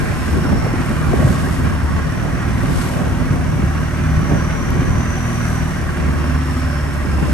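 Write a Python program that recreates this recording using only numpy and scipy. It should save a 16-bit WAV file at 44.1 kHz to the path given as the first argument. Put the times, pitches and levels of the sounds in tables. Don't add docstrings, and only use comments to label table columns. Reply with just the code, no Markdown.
import sys
import numpy as np
from scipy import signal
from scipy.fft import rfft, irfft
from scipy.io import wavfile
from scipy.ndimage import uniform_filter1d

SR = 44100
rng = np.random.default_rng(int(sys.argv[2]) if len(sys.argv) > 2 else 0)


def to_wav(s):
    ch = np.atleast_2d(s).T
    pcm = np.round(np.clip(ch, -1, 1) * 32767)
    wavfile.write(sys.argv[1], SR, pcm.astype(np.int16))


N = 323253
T, FREQS = np.arange(N) / SR, np.fft.rfftfreq(N, 1 / SR)

# start_s, level_db, left_minus_right_db
BREEZE_CURVE = [(0, -18.5, -1), (1.6, -18, 0), (1.88, -19, 0.5), (2.2, -20, -2), (3.15, -18.5, -0.5),
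                (3.5, -19, 1), (3.95, -22.5, -1), (4.6, -19.5, 1.5), (5.1, -22.5, 1), (5.55, -25, 0),
                (6.1, -20.5, 0), (6.7, -26.5, -2), (7.33, -17.5, -1)]
# peak_s, lift_db, length_s
WIND_GUSTS = [(0.52, 4, 0.1), (1.09, 1.5, 0.051), (1.22, 3.5, 0.23), (2.72, 1.5, 0.14), (3.335, 2, 0.058),
              (4.17, 5, 0.12), (4.33, 4, 0.12), (4.86, 4, 0.22), (6.01, 2, 0.087), (7.213, 3, 0.22)]
# pitch_hz, level_db
WIND_COLOUR = [(15, -35), (27, -39), (38, -8), (65, 3), (110, -4), (170, -3.5), (250, -9), (400, -18),
               (700, -24.5), (1200, -34.5), (3000, -56), (9000, -85)]
# pitch_hz, likeness_0_to_1, left_lead_rad, left_minus_right_db
WIND_STEREO = [(50, 0.43, 0, -0.45), (128, 0.026, 0.01, -0.33), (300, 0.015, 0.013, -0.61),
               (597, 0.021, 0, 0.87)]
# peak_s, level_db, swell_and_fade_s
BOW_SPLASHES = [(.03, -45.5, 0.33), (.29, -45, 0.28), (.9, -45, 0.14), (1.3, -40, 0.22), (1.53, -43.5, .1),
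                (2.82, -38.5, 0.17), (5.48, -45, 0.37), (6.58, -49.5, 0.19), (6.94, -47, .03),
                (7.3, -45, 0.11)]
# pitch_hz, level_db
SPRAY_COLOUR = [(300, -10), (1500, 1), (3000, 2), (4500, .5), (6500, -1), (8000, -.7), (9700, 2.3),
                (11200, 1), (11800, -3.5), (12700, -13)]
# pitch_hz, likeness_0_to_1, left_lead_rad, left_minus_right_db
SPRAY_SPREAD = [(1000, .3, .5, 0), (4000, .3, .6, 1.7), (5000, .15, 1.5, 2), (6600, .4, 0, 3),
                (7400, .45, .9, 2.6), (8400, .95, 0, 0), (8850, .9, -.2, 0), (9750, .97, -2.6, 0),
                (10400, .97, -3.4, 0), (11200, .9, -5.1, 0), (12000, .97, -6.2, 0)]
# peak_s, level_db, length_s
HULL_CHURNS = [(0.096, -37.5, 0.3), (0.517, -32, 0.09), (0.666, -26.5, 0.085), (.755, -27, 0.039),
               (0.82, -32, 0.036), (0.925, -31, 0.037), (1.225, -32, 0.17), (2.256, -30, 0.11),
               (2.986, -30.5, 0.32), (3.336, -36, 0.12), (4.326, -26, .09), (4.84, -37, 0.11),
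               (5.4, -38, 0.73)]
# pitch_hz, level_db
CHURN_COLOUR = [(150, -24), (330, -1), (560, 6.5), (850, 4), (1200, -9), (2500, -35)]
# start_s, peak_db, pitch_hz, fall_by_60_db_s
HULL_KNOCKS = [(0.369, -10.5, 364, 0.084), (0.419, -7.5, 162, 0.055), (0.453, -12, 293, 0.074),
               (.486, -17, 395, 0.036), (0.503, -22, 260, 0.028), (0.531, -5, 150, .035),
               (0.645, -8.5, 145, .035), (.666, -14, 460, 0.03), (0.737, -7.5, 277, 0.04),
               (0.797, -9, 262, 0.094), (.903, -7.5, 215.5, 0.036), (1.085, -5, 134, .04),
               (1.133, -10, 674, 0.024), (1.138, -2.5, 370, 0.03), (1.192, -12, 503, 0.026),
               (1.2, -5.5, 200, 0.05), (1.229, -8, 600, 0.011), (1.244, 0.5, 123, 0.067),
               (1.271, -12, 526, 0.021), (1.304, -6, 170, 0.027), (1.934, -9, 151, 0.03),
               (3.118, -5, 95, 0.04), (3.225, -6, 169, .022), (3.307, -3.5, 136, 0.064),
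               (3.338, -4.5, 187, 0.022), (3.536, -3.5, 134, 0.029), (3.562, -9, 165, 0.017),
               (3.593, -4, 189, 0.025), (3.629, -6, 246, 0.018), (3.637, -2, 129, 0.031),
               (3.666, -3, 88.2, 0.043), (4.171, -3, 104, 0.059), (4.229, -4, 159, 0.024),
               (4.266, -4, 130, .022), (4.314, -16, 500, 0.035), (4.32, -6, 287, 0.042),
               (4.335, -2, 125, 0.025), (4.382, -8, 135, 0.03), (4.723, -5.5, 190, 0.026),
               (4.793, -2.5, 135, 0.051), (4.818, -6, 268, 0.042), (4.897, -9, 94, 0.078),
               (7.05, -10.5, 298, 0.03)]
# start_s, peak_db, pitch_hz, fall_by_60_db_s
BRIGHT_TICK = (4.705, -22.5, 12000, .002)
# start_s, pitch_hz, level_db, tone_against_hiss_0_to_1
TURBO_CURVE = [(0, 5290, -52, .4), (.26, 5240, -48, .6), (.48, 5440, -42.5, 0.6), (.68, 5460, -43, .55),
               (.9, 5470, -52.5, .3), (1.4, 5450, -51, .2), (1.8, 5400, -49, 0.72), (2.2, 5640, -48, .15),
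               (2.6, 5720, -49, .15), (3.5, 5700, -48, 0.15), (4.05, 5780, -47, 0.35),
               (4.45, 5800, -40, 0.6), (4.78, 5880, -44, .3), (5.0, 5960, -39.5, 0.6),
               (5.35, 5880, -39, 0.58), (5.6, 5830, -41.5, .45), (5.95, 5600, -52, .1),
               (6.3, 5450, -46, .15), (6.5, 5400, -45, .8), (6.78, 5410, -43, .9), (7.0, 5360, -51, 0.23),
               (7.15, 5200, -46, .6), (7.33, 5120, -50, .5)]
# start_s, level_db
CLATTER_CURVE = [(0, -25.5), (1.3, -25), (1.9, -26), (2.7, -25.5), (3.2, -27), (4.9, -24.5), (5.9, -26),
                 (6.6, -25.5), (7.0, -27.5), (7.33, -25.5)]
# peak_s, lift_db, length_s
CLATTER_SURGES = [(.49, 1, 0.059), (.8, 1, 0.075), (1.39, 2, 0.076), (1.985, 2.5, 0.048), (2.81, 2, 0.078),
                  (5.99, 1.5, 0.058)]
# pitch_hz, level_db
CLATTER_COLOUR = [(25, -30), (45, 9.5), (110, 9.5), (200, 4.5), (350, -0.5), (430, -2.5), (900, -4),
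                  (1080, -1), (1600, -4.5), (2200, -8), (2800, -11.5), (3700, -22.5), (6500, -23),
                  (9000, -51)]
# pitch_hz, width_hz, lift_db
BODY_RESONANCES = [(255, 26, 8.5), (353, 30, 8), (589.5, 31, 6.5), (782, 26, 6.5), (1036, 24, 6),
                   (1115, 17, 6.5), (1330, 24, 1), (1500, 120, 3), (1624, 52, 5), (1895, 52, 4.5),
                   (2060, 50, 0.5)]
# pitch_hz, likeness_0_to_1, left_lead_rad, left_minus_right_db
ENGINE_STEREO = [(60, 0.82, 0.58, 5), (265, 0.94, 0.1, -3), (454, 0.16, -0.061, 1.5), (800, 0.73, 1.51, -2),
                 (1140, 0.94, 0.86, -1.5), (1720, 0.44, 0.25, -4), (2600, 0.22, 0.87, -2.5),
                 (2880, 0.84, 2.2, 1), (3740, 0.23, -0.46, 2), (6000, 0.9, 1.45, 3.5)]
# start_s, shaft_hz, firing_tone_db, octave_db
SHAFT_CURVE = [(0, 35.91, -43, -26.5), (.31, 36.77, -19, -32.5), (.85, 38.67, -37, -25.5),
               (1.25, 38.31, -20, -26), (1.53, 37.97, -34, -29), (1.93, 37.15, -14.5, -32.5),
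               (2.2, 39.33, -29, -29.5), (2.68, 39.38, -26, -29.5), (3.0, 38.2, -29, -25.5),
               (3.4, 37.94, -23, -25), (3.7, 38.32, -19.5, -27), (4.1, 38.8, -23, -22),
               (4.6, 39.17, -23.5, -28.5), (5.2, 40.46, -25, -30.5), (5.5, 39.86, -25, -27),
               (5.83, 37.71, -27.5, -25), (6.08, 37.19, -20, -28), (6.65, 36.85, -17, -25),
               (7.02, 36.01, -20.5, -27.5), (7.33, 35.5, -15.5, -25.5)]
# shaft_multiple, level_db, resonance_hz, width_hz, lift_db
RESONANT_ORDERS = [(1, -40.5, 39.6, 2.2, 11), (3, -42.5, 119, 12, 17.5), (5, -37, 201, 9.3, 7),
                   (6, -43, 242, 8, 12.5), (7, -45, 260, 17, 12.5)]
# shaft_multiple, level_db
WEAK_ORDERS = [(2.5, -31), (3.5, -38), (4.5, -39), (5.5, -47), (6.5, -40.5), (7.5, -49.5), (8.5, -49),
               (9, -52), (9.5, -49)]

SPRAY_BETWEEN_DB = -49
KNOCK_RISE_CYCLES, KNOCK_LEAD_RAD, HULL_TRIM_DB = .36, 1.3, -3
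FITTING_LOW_HZ, FITTING_HIGH_HZ, FITTING_TAPS_PER_S, FITTING_RING_S = 720, 2300, 5, .06
FITTINGS_DB, FITTING_LAG_TURNS = -37, .65
FIRING_ORDER = 2
EDGE_HZ = 12750


def amp(db):
    return 10 ** (np.asarray(db) / 20)


def unit(x):
    return x / np.sqrt(np.mean(x ** 2) + 1e-20)


def over_time(rows):
    s, *columns = np.transpose(rows)
    return [np.interp(T, s, column) for column in columns]


def over_pitch(rows):
    hz, *columns = np.transpose(rows)
    return [np.interp(np.log(FREQS + 1), np.log(hz + 1), column) for column in columns]


def swell_shape(s, length):
    return np.exp(-(2 * (T - s) / length) ** 2)


def swells_db(rows):
    return sum(db * swell_shape(s, length) for s, db, length in rows)


def bell(offset, width):
    return 1 / (1 + (2 * offset / width) ** 2)


def body_db():
    return sum(db * bell(FREQS - hz, width) for hz, width, db in BODY_RESONANCES)


def drift(hz):
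    return unit(irfft(rfft(rng.standard_normal(N)) / (1 + (FREQS / hz) ** 4), N))


def above(x, hz):
    return irfft(rfft(x) * (1 - 1 / (1 + (FREQS / hz) ** 4)), N)


def stereo_noise(colour_db, spread, source=None):
    alike, lead, tilt_db = over_pitch(spread)
    alike = np.clip(alike, 0, 1)
    if source is None:
        source = rng.standard_normal((2, N))
    left, other = rfft(source)
    right = (alike * left + np.sqrt(1 - alike ** 2) * other) * np.exp(-1j * lead)
    pair = np.array([left * amp(tilt_db / 2), right * amp(-tilt_db / 2)])
    return unit(irfft(pair * amp(colour_db), N))


def swirl(x, patchy_db):
    z = signal.stft(x, nperseg=2048, noverlap=1536)[2]
    patches = rng.standard_normal(z.shape[1:])
    patches = uniform_filter1d(patches, size=5, axis=0)
    patches = unit(uniform_filter1d(patches, size=10, axis=1))
    moved = signal.istft(z * amp(patchy_db * patches), nperseg=2048, noverlap=1536)[1]
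    return unit(moved[:, :N])


def throb(turns, depth, decay):
    return unit(1 + depth * np.exp(-(turns % 1) / decay))


def whistle(hz, width_hz):
    spin = np.exp(2j * np.pi * np.cumsum(hz) / SR)
    return np.array([unit(((drift(width_hz) + 1j * drift(width_hz)) * spin).real) for _ in range(2)])


def wind(gust_brightening=0.54, lumpy_db=2.05):
    breeze_db, side_db = over_time(BREEZE_CURVE)
    gust_db = breeze_db + swells_db(WIND_GUSTS)
    noise = stereo_noise(over_pitch(WIND_COLOUR)[0], WIND_STEREO)
    shared, separate = drift(20.0), np.array([drift(54), drift(23)])
    eddies_db = lumpy_db * (shared + separate) / np.sqrt(2)
    bright_db = gust_brightening * (gust_db - gust_db.mean() + eddies_db)
    noise = noise + (amp(bright_db) - 1) * above(noise, 240)
    balance_db = np.array([side_db, -side_db]) / 2
    return amp(gust_db - 1.0 + balance_db) * unit(noise * amp(eddies_db))


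def spray(fizz_db=1.03, trim_db=5.5, wash_db=-47):
    power = amp(SPRAY_BETWEEN_DB) ** 2
    for s, db, fade in BOW_SPLASHES:
        power = power + (amp(db) * np.exp(-abs((T - s) / fade))) ** 2
    colour_db, = over_pitch(SPRAY_COLOUR)
    sheets = stereo_noise(colour_db, SPRAY_SPREAD) * np.sqrt(power)
    sheets = sheets * amp(trim_db + fizz_db * drift(150))
    return sheets + amp(wash_db) * stereo_noise(colour_db, SPRAY_SPREAD)


def churn():
    level = sum(amp(db) * swell_shape(s, length) for s, db, length in HULL_CHURNS)
    return level * swirl(stereo_noise(over_pitch(CHURN_COLOUR)[0], ENGINE_STEREO), patchy_db=2.5)


def knock(s, db, hz, ring):
    t = np.maximum(T - s, 0)
    now = (t > 0) & (t < 2 * ring)
    t, out = t[now], np.zeros((2, N))
    shape = (1 - np.exp(-(t * hz / KNOCK_RISE_CYCLES) ** 2)) * amp(-60 * t / ring)
    shape = shape / (shape.max(initial=0) + 1e-12)
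    lead = rng.uniform(-KNOCK_LEAD_RAD, KNOCK_LEAD_RAD) * np.array([[1], [-1]]) / 2
    out[:, now] = amp(db) * shape * np.sin(2 * np.pi * hz * t + lead)
    return out


def gears(shaft_hz, teeth=76, level_db=-53):
    return amp(level_db + drift(0.52)) * whistle(teeth * shaft_hz, 24) * amp([[1.5], [-2]])


def turbo(turns, skirt_rise_hz=75, wobble_hz=22):
    hz, db, purity = over_time(TURBO_CURVE)
    wobbling_hz = np.array([hz + wobble_hz * drift(45) for _ in range(2)])
    core = unit(np.sin(2 * np.pi * np.cumsum(wobbling_hz, axis=1) / SR))
    pumping = throb(turns, depth=1.2, decay=.22)
    skirt = whistle(hz + skirt_rise_hz, 245) * pumping
    return amp(db) * (purity * core + skirt) / np.hypot(purity, 1) * amp([[2], [-5.5]])


def fittings(turns, count=40):
    t = np.arange(round(FITTING_RING_S * SR)) / SR
    out = np.zeros((2, N + len(t)))
    colour_db = over_pitch(CLATTER_COLOUR)[0] + body_db()
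    pitches = np.linspace(FITTING_LOW_HZ, FITTING_HIGH_HZ, count) + rng.normal(0, 9.9, count)
    for hz in pitches:
        lead = np.array([[0], [rng.normal(0.5, 0.9)]])
        fall = amp(np.interp(hz, FREQS, colour_db) - 60 * t / FITTING_RING_S)
        ring = fall * (1 - np.exp(-t * hz / 2))
        tap = ring * np.sin(2 * np.pi * hz * t - lead)
        which, late = rng.random((2, round(FITTING_TAPS_PER_S * T[-1])))
        tap_turns = np.floor(which * turns[-1]) + FITTING_LAG_TURNS * late
        for at in np.searchsorted(turns, tap_turns):
            out[:, at:at + len(t)] += rng.uniform(0.54, 1) * tap
    return amp(FITTINGS_DB) * unit(out[:, :N]) * amp([[1], [-1]])


def clatter(turns, repeating=0.7, rattle_db=0.9):
    load_db, = over_time(CLATTER_CURVE)
    cycle = np.linspace(0, 1, round(2 * SR * T[-1] / turns[-1]))
    rows = rng.standard_normal((2, N))[:, :len(cycle)]
    pattern = np.array([np.interp(turns / 2 % 1, cycle, row) for row in rows])
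    source = repeating * above(pattern, 344) + rng.standard_normal((2, N))
    colour_db = over_pitch(CLATTER_COLOUR)[0] + body_db()
    noise = swirl(stereo_noise(colour_db, ENGINE_STEREO, source), patchy_db=1.9)
    noise = noise + (amp(rattle_db * drift(22)) - 1) * above(noise, 1400)
    beat = throb(turns, depth=.33, decay=.35) * throb(turns / 2, depth=.2, decay=.35)
    return amp(load_db + swells_db(CLATTER_SURGES)) * noise * beat


def exhaust_tone(multiple, unsteady, turns, flutter=.14):
    knots = np.arange(0, T[-1] + 1, 1 / 5)
    waver = rng.standard_normal((len(knots), 2)) @ [1, 1j]
    fading = np.interp(T, knots, 1 + unsteady * waver)
    cycles = np.arange(0, turns[-1] + 2, 2)
    uneven = rng.standard_normal((len(cycles), 2)) @ [1, 1j]
    fading = fading + flutter * np.interp(turns, cycles, uneven)
    return unit((fading * np.exp(2j * np.pi * (multiple * turns + rng.random()))).real)


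def drone(shaft_hz, firing_db, octave_db, turns, overtone_db=-1.0, overtone_lead=0.57, labour_db_per_hz=0.35):
    waver, waver_per_order, overtone_waver = .2, .05, .42
    low = amp(firing_db - 1.5) * exhaust_tone(FIRING_ORDER, waver, turns)
    middle = amp(octave_db) * exhaust_tone(2 * FIRING_ORDER, waver, turns)
    for k, db, hz, width, lift_db in RESONANT_ORDERS:
        k = round(k)
        resonance_db = lift_db * bell(k * shaft_hz - hz, width)
        middle = middle + amp(db + resonance_db) * exhaust_tone(k, waver_per_order * k, turns)
    high = sum(amp(db) * exhaust_tone(round(2 * k) / 2, overtone_waver, turns) for k, db in WEAK_ORDERS)
    high = high * amp(overtone_db + labour_db_per_hz * (shaft_hz.mean() - shaft_hz))
    ports = np.array([[1], [np.exp(-1j * overtone_lead)]])
    upper = irfft((rfft(middle) + rfft(high) * amp(body_db())) * ports, N)
    return low * amp([[-.3], [.3]]) + upper * amp([[-.8], [.8]])


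def scene():
    shaft_hz, firing_db, octave_db = over_time(SHAFT_CURVE)
    turns = np.cumsum(shaft_hz) / SR
    knocks = amp(HULL_TRIM_DB) * sum(knock(*row) for row in HULL_KNOCKS)
    water = spray() + churn() + knocks + knock(*BRIGHT_TICK)
    engine = gears(shaft_hz) + turbo(turns) + fittings(turns) + clatter(turns)
    engine = engine + drone(shaft_hz, firing_db, octave_db, turns)
    return wind() + water + engine


def record(dry):
    knee, headroom = .55, .35
    clean = np.clip(dry, -knee, knee)
    rounded = clean + headroom * np.tanh((dry - clean) / headroom)
    low_pass = signal.firwin(401, EDGE_HZ, window=("kaiser", 9), fs=SR)
    return signal.oaconvolve(rounded, low_pass[None], "same")


dry = scene()
out = record(dry)
to_wav(out)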